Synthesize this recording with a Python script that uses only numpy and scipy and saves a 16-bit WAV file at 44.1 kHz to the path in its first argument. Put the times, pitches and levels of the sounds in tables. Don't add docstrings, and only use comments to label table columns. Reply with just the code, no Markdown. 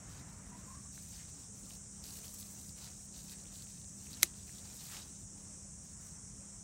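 import sys
import numpy as np
from scipy import signal
from scipy.fft import rfft, irfft, next_fast_len
from scipy.io import wavfile
from scipy.ndimage import uniform_filter1d, map_coordinates

SR = 44100
rng = np.random.default_rng(int(sys.argv[2]) if len(sys.argv) > 2 else 0)


def boost_factor(decibels):
    exponent = np.asarray(decibels, float) / 20
    return 10 ** exponent


def transcribe(signal):
    frames = np.atleast_2d(signal).T
    limited = np.clip(frames, -1, 1)
    pcm = np.round(limited * 32767).astype(np.int16)
    wavfile.write(sys.argv[1], SR, pcm)


N = 292691
STEP = 20

# frequency in Hz, level in dB.
PUMP_LINES = [(200, -59.5), (168, -63.5), (75, -66)]
# frequency in Hz, density in dB per Hz.
CICADA_COLOUR = [(2470, -67), (4200, -41), (4670, -27), (5080, -13.5), (5160, -12.5), (5640, -3.5),
                 (8170, -0.5), (9280, -7), (10300, -22.5), (10800, -30), (11500, -46), (15000, -68),
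                 (22000, -120)]
# frequency in Hz, density in dB per Hz.
RUMBLE_COLOUR = [(20, -50), (32, -24), (43, -3), (102, -1), (133, -4.5), (155, -4), (185, -7), (214, -9),
                 (226, -14), (257, -10), (330, -23), (430, -48)]
# frequency in Hz, density in dB per Hz.
TYRE_COLOUR = [(250, -11), (450, -7.5), (1000, 2), (1700, -1), (2200, -6.5), (3200, -22)]
# middle moment in seconds, level in dB, time to lose 10 dB in seconds.
TYRE_SWELLS = [
    (.3, -66, 0.58),
    (6.08, -70.5, 0.2),
]
# frequency in Hz, density in dB per Hz.
WASH_COLOUR = [(150, -29), (250, -1.5), (400, -2.5), (900, -8.5), (2000, -14), (4300, -20.5),
               (10000, -22.5), (13000, -29.5), (15800, -29)]
# start in seconds, length in seconds, pitch in Hz, level in dB.
COO_NOTES = [(.525, .045, 975, -62), (.585, .025, 1010, -69), (.645, .02, 1200, -70),
             (.68, .065, 1060, -61), (.755, .045, 1130, -64), (.848, .015, 1170, -65)]
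# start in seconds, length in seconds, level in dB.
LEAF_STIRS = [(.25, .08, -79), (.43, 0.045, -84), (.57, 0.023, -77), (.66, 0.097, -78), (0.813, 0.018, -78),
              (1.93, .12, -80), (5.026, 0.19, -78), (5.38, .004, -78), (5.836, 0.084, -78),
              (6.012, 0.1, -75)]
# start in seconds, length in seconds, level in dB, pressure in dB.
LEAF_STROKES = [(.095, 0.091, -72.5, 5.3), (.93, 0.19, -70, 0.5), (1.13, .04, -73, 6),
                (1.18, 0.044, -70.5, 8.5), (1.29, 0.15, -75, 3), (1.55, 0.14, -71, -2),
                (1.7, 0.051, -67, 0), (2.055, 0.13, -58, -3.5), (2.235, 0.057, -59.5, -3.5),
                (2.345, 0.076, -58, -7.5), (2.46, .24, -66, -3.5), (2.78, 0.096, -64.5, 3.5),
                (2.89, .16, -74, -2), (3.14, 0.062, -66, 0), (3.23, 0.036, -69, -5),
                (3.28, 0.055, -65.5, 2), (3.39, 0.11, -79, -2), (3.53, 0.1, -67.5, 0),
                (3.69, 0.11, -74, 0.5), (3.89, 0.046, -77, -4), (3.99, 0.071, -70, 1.5),
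                (4.11, 0.15, -66.5, 4.5), (4.36, 0.1, -74.5, 2), (4.475, 0.024, -68.5, -2),
                (4.52, 0.1, -74.5, 4), (4.655, 0.056, -68, 3), (4.73, .08, -64.5, -1),
                (4.81, 0.078, -61.5, 0.5), (4.915, 0.077, -62, 5.5)]
# frequency in Hz, density in dB per Hz.
HAIR_COLOUR = [(3000, -30), (6000, -10.5), (9000, 2.5), (12000, 1), (14500, -0.5), (16500, 2.5)]
# frequency in Hz, density in dB per Hz.
LEAF_COLOUR = [(2400, -13.5), (3300, -10.5), (3800, -0.5), (4300, 0), (5200, 0.5), (7000, -4.5),
               (10000, -36)]
# frequency in Hz, density in dB per Hz.
STALK_COLOUR = [(400, -30), (700, -1.5), (1200, -1.5), (2000, 0), (2800, -3.5), (3400, -8), (4300, -48)]
# time in seconds, peak in dB, ring in Hz.
LEAF_TICKS = [(0.978, -45.5, 1670), (1.707, -44, 3070), (3.455, -49, 2700), (2.0407, -31, 5070),
              (3.67, -50, 2800), (2.1066, -37, 4690), (2.244, -44.5, 3200), (2.281, -36, 4700),
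              (2.4119, -35, 5080), (2.428, -40, 3910), (2.693, -35, 5000), (2.819, -42, 4200),
              (2.8399, -41, 4800), (3.168, -50, 4050), (3.2974, -41, 4000), (3.4017, -48, 4200),
              (3.558, -41, 3990), (3.6227, -37, 4700), (3.7544, -46, 4440), (4.0692, -47.5, 2430),
              (4.1314, -33, 4760), (4.3874, -49.5, 3880), (4.4263, -48, 5170), (4.494, -48.5, 1950),
              (4.558, -44, 3930), (4.5853, -40.5, 4060), (4.8214, -46, 3600), (4.919, -46, 4830),
              (4.938, -45, 2800), (4.968, -36, 2880)]
# start in seconds, end in seconds, level in dB.
VINE_CREAKS = [(2.048, 2.201, -48), (2.799, 2.92, -49), (3.439, 3.85, -50), (3.992, 4.12, -50),
               (4.34, 4.651, -51), (4.81, 5.0, -47)]
# time in seconds, level in dB.
FIBRE_TEAR = [(4.2228, -75), (4.2242, -38), (4.2300, -42), (4.2310, -25), (4.2326, -24), (4.2330, -31),
              (4.2375, -37), (4.242, -60)]
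# frequency in Hz, density in dB per Hz.
TEAR_COLOUR = [(350, -51), (600, -11), (2030, -6), (3210, -3), (6000, -4), (9740, -1.5), (11500, -2),
               (15400, -14), (16500, -26)]
# time in seconds, level in dB, frequency in Hz, cycles to fade 20 dB.
BLADE_CONTACTS = [(4.23052, -8, 11000, 2.5), (4.23072, -2, 7600, 3.5), (4.23088, 3, 6200, 3.5),
                  (4.23080, -9.5, 2130, 5.5), (4.23082, -7, 11600, 8), (4.2309, -10, 4020, 7),
                  (4.2308, -18, 1500, 3), (4.23080, -12.5, 2420, 4), (4.2309, -10, 5250, 4),
                  (4.2312, -9, 9200, 5), (4.2308, -14, 15100, 8), (4.2319, -12, 6500, 4),
                  (4.2322, -12, 7600, 4)]
# frequency in Hz, width in Hz, level in dB.
STEEL_MODES = [(2200, 400, -4), (4130, 260, -2), (6460, 1100, -13), (7800, 230, 17), (7710, 140, -20),
               (8900, 410, 13), (9700, 220, -11), (10330, 200, -12), (10600, 270, 10), (11600, 550, 15.5),
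               (13700, 310, 6), (15000, 280, 5)]
# frequency in Hz, density in dB per Hz.
ECHO_COLOUR = [(290, -47), (500, -5), (1200, -23), (2230, -7), (5310, -13), (6000, -1), (11300, -5),
               (15400, -18), (15800, -48)]


def unit(x):
    return x / np.sqrt(np.mean(x ** 2) + 1e-20)


def wobble(rate):
    knots = rng.standard_normal(int(N * rate / SR) + 4)
    return map_coordinates(knots, [np.arange(N) * rate / SR])


def filtered(x, response):
    m = next_fast_len(N + 8192)
    return irfft(rfft(x, m) * response(np.fft.rfftfreq(m, 1 / SR)), m)[:N]


def hiss(colour, source=None):
    f, db = np.transpose(colour)
    if source is None:
        source = rng.standard_normal(N)

    def gain(hz):
        return boost_factor(np.interp(np.log(hz + 1), np.log(f), db, left=-120, right=-120))
    return unit(filtered(source, gain))


def held(start, length, rise, fall):
    t = np.arange(0, N, STEP) / SR - start
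    return np.minimum(0, np.minimum(rise * t, fall * (length - t)))


def filled(coarse):
    return np.interp(np.arange(N), np.arange(0, N, STEP), coarse)


def gliding_level(early_db, late_db):
    return np.interp(np.arange(N) / SR, (.55, .95), (early_db, late_db))


def pump():
    t = np.arange(N) / SR
    return sum(boost_factor(db + 1.5 * wobble(4)) * np.sin(2 * np.pi * hz * t + .35 * wobble(6))
               for hz, db in PUMP_LINES)


def cicadas():
    pulse_hz = 520 + 6 * wobble(5.6)
    buzz = 1 + .12 * np.sin(2 * np.pi * np.cumsum(pulse_hz) / SR)
    return boost_factor(gliding_level(-57, -53.5) + .25 * wobble(9.8)) * buzz * hiss(CICADA_COLOUR)


def traffic():
    t = np.arange(N) / SR
    rumble = boost_factor(gliding_level(-51, -55) - 2.5 + .6 * wobble(5)) * hiss(RUMBLE_COLOUR)
    swell = sum(boost_factor(db - 10 * ((t - s) / width) ** 4) for s, db, width in TYRE_SWELLS)
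    tyres = swell * hiss(TYRE_COLOUR)
    wash = boost_factor(gliding_level(-69.5, -71.5) + 5 + 1.3 * wobble(6.6)) * hiss(WASH_COLOUR)
    return rumble + tyres + wash


def bird():
    start, length, hz, db = np.transpose(COO_NOTES)[..., None]
    edge_db_per_s, rise_hz_per_s, waver_hz = 1600, 400, 30
    gain = boost_factor(db + held(start, length, edge_db_per_s, edge_db_per_s))
    note = gain.argmax(0)
    before_start = held(start, 0, 1, -1)[note, np.arange(len(note))]
    pitch = hz[note, 0] + rise_hz_per_s * before_start
    turn = 2 * np.pi * np.cumsum(filled(pitch) + waver_hz * wobble(60)) / SR
    direct = (1.1 + .65 * wobble(140)) * np.sin(turn)
    scattered = .5 * wobble(140) * np.cos(turn)
    return filled(gain.sum(0)) * (direct + scattered)


def grit(rate, spread_db, life, smooth):
    slipping = rng.random(N) < rate / SR
    slips = slipping * boost_factor(spread_db * np.minimum(rng.exponential(size=N), 5))
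    shape = signal.lfilter([1], [1, -np.exp(-1 / (life * SR))], slips)
    return rng.standard_normal(N) * (smooth + unit(shape))


def leaf_rub():
    rows = [tuple(row) for row in LEAF_STROKES]
    rows.append((-1, N / SR + 1, -87, 4.5))
    rows += [(*row, .5) for row in LEAF_STIRS]
    attack_db_per_s, release_db_per_s = 800, 306
    touch = boost_factor([db + held(s, length, attack_db_per_s, release_db_per_s) for s, length, db, _ in rows])
    press_db = np.array(rows)[:, -1]

    def lumpy(gain_db):
        return filled(boost_factor(gain_db) @ touch) * boost_factor(2 * wobble(35))

    slips = grit(rate=900, spread_db=2.8, life=.0006, smooth=1.0)
    hairs = lumpy(2.5 + 0 * press_db) * hiss(HAIR_COLOUR, slips)
    leaf = lumpy(press_db + 1.0) * hiss(LEAF_COLOUR, slips)
    stalk = lumpy(1.55 * press_db - 8.5) * hiss(STALK_COLOUR, slips)
    return hairs + leaf + stalk


def creaks():
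    gap_s, centre_hz, spread = .022, 4200, .14
    rows = [(s, db) for start, end, db in VINE_CREAKS for s in np.arange(start, end, gap_s)]
    luck = rng.standard_normal((len(rows), 3))
    return [(s + .3 * gap_s * a, db + 3 * b, centre_hz * np.exp(spread * c))
            for (s, db), (a, b, c) in zip(rows, luck)]


def ticks():
    out = np.zeros(N + SR)
    t = np.arange(SR // 50) / SR
    crackle = hiss(HAIR_COLOUR)
    for s, db, hz in [*LEAF_TICKS, *creaks()]:
        at = round(s * SR)
        ring = np.sin(2 * np.pi * hz * t) * boost_factor(-60 * t / (10 / hz))
        ring *= 1 - np.exp(-t / .00014)
        hairs = boost_factor(-16 - 60 * t / .004) * crackle[at // 2:][:len(t)]
        out[at:][:len(t)] += boost_factor(db + 4.5) * (ring + hairs)
    return out[:N]


def patchy(x, depth_db):
    z = signal.stft(x, nperseg=1024)[2]
    field = uniform_filter1d(rng.standard_normal(z.shape), size=5, axis=0)
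    field = uniform_filter1d(field, size=4, axis=1)
    return signal.istft(z * boost_factor(depth_db * unit(field)), nperseg=1024)[1][:N]


def fibres():
    s, db = np.transpose(FIBRE_TEAR)
    level = np.interp(np.arange(N) / SR, s, db, left=-120, right=-120)
    return boost_factor(level) * hiss(TEAR_COLOUR)


def blade_contacts():
    clock, out = np.arange(N) / SR, np.zeros(N)
    for s, db, hz, cycles in BLADE_CONTACTS:
        near = slice(int(s * SR), int(s * SR) + SR // 20)
        t = np.maximum(clock[near] - s, 0)
        fade = boost_factor(db - 20 * t * hz / cycles)
        out[near] += (1 - np.exp(-t * hz)) * fade * np.sin(2 * np.pi * hz * t)
    return out


def steel_ring(snap_s):
    blow = np.zeros(N)
    blow[round(snap_s * SR)] = 1

    def modes(f):
        return sum((-1) ** k * boost_factor(db) * 1j * f * width / (hz * hz - f * f + 1j * f * width)
                   for k, (hz, width, db) in enumerate(STEEL_MODES))
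    return boost_factor(-6.5) * filtered(blow, modes)


def foliage_echo(t):
    decay = boost_factor(-30.0 - 60 * t / .048) + boost_factor(-49.5 - 60 * t / .17)
    return (1 - np.exp(-t / .00067)) * decay * hiss(ECHO_COLOUR)


def stake_thump(t):
    low = np.sin(2 * np.pi * 340 * t)
    high = boost_factor(-3 - 60 * t / .07) * np.sin(2 * np.pi * 570 * t)
    return boost_factor(-38 - 60 * t / .065) * (1 - np.exp(-t / .0018)) * (low + high)


def shears():
    snap_s = BLADE_CONTACTS[1][0]
    t = np.maximum(np.arange(N) / SR - snap_s, 0)
    cut = blade_contacts() + steel_ring(snap_s) + fibres()
    small = signal.butter(3, 1050, 'high', fs=SR, output='sos')
    cut = signal.sosfilt(small, cut) + foliage_echo(t) + stake_thump(t)
    return filtered(cut, lambda hz: 1 / (1 + (hz / 16200) ** 60))


def scene():
    surroundings = cicadas() + traffic() + leaf_rub() + ticks()
    garden = patchy(surroundings, depth_db=1.5) + bird() + pump()
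    return (filtered(garden, lambda hz: hz < 15800) + shears())[None]


def roll_off(x):
    return signal.sosfilt(signal.butter(12, 16960, fs=SR, output="sos"), x)


def record(dry):
    return roll_off(dry)


dry = scene()
out = record(dry)
transcribe(out)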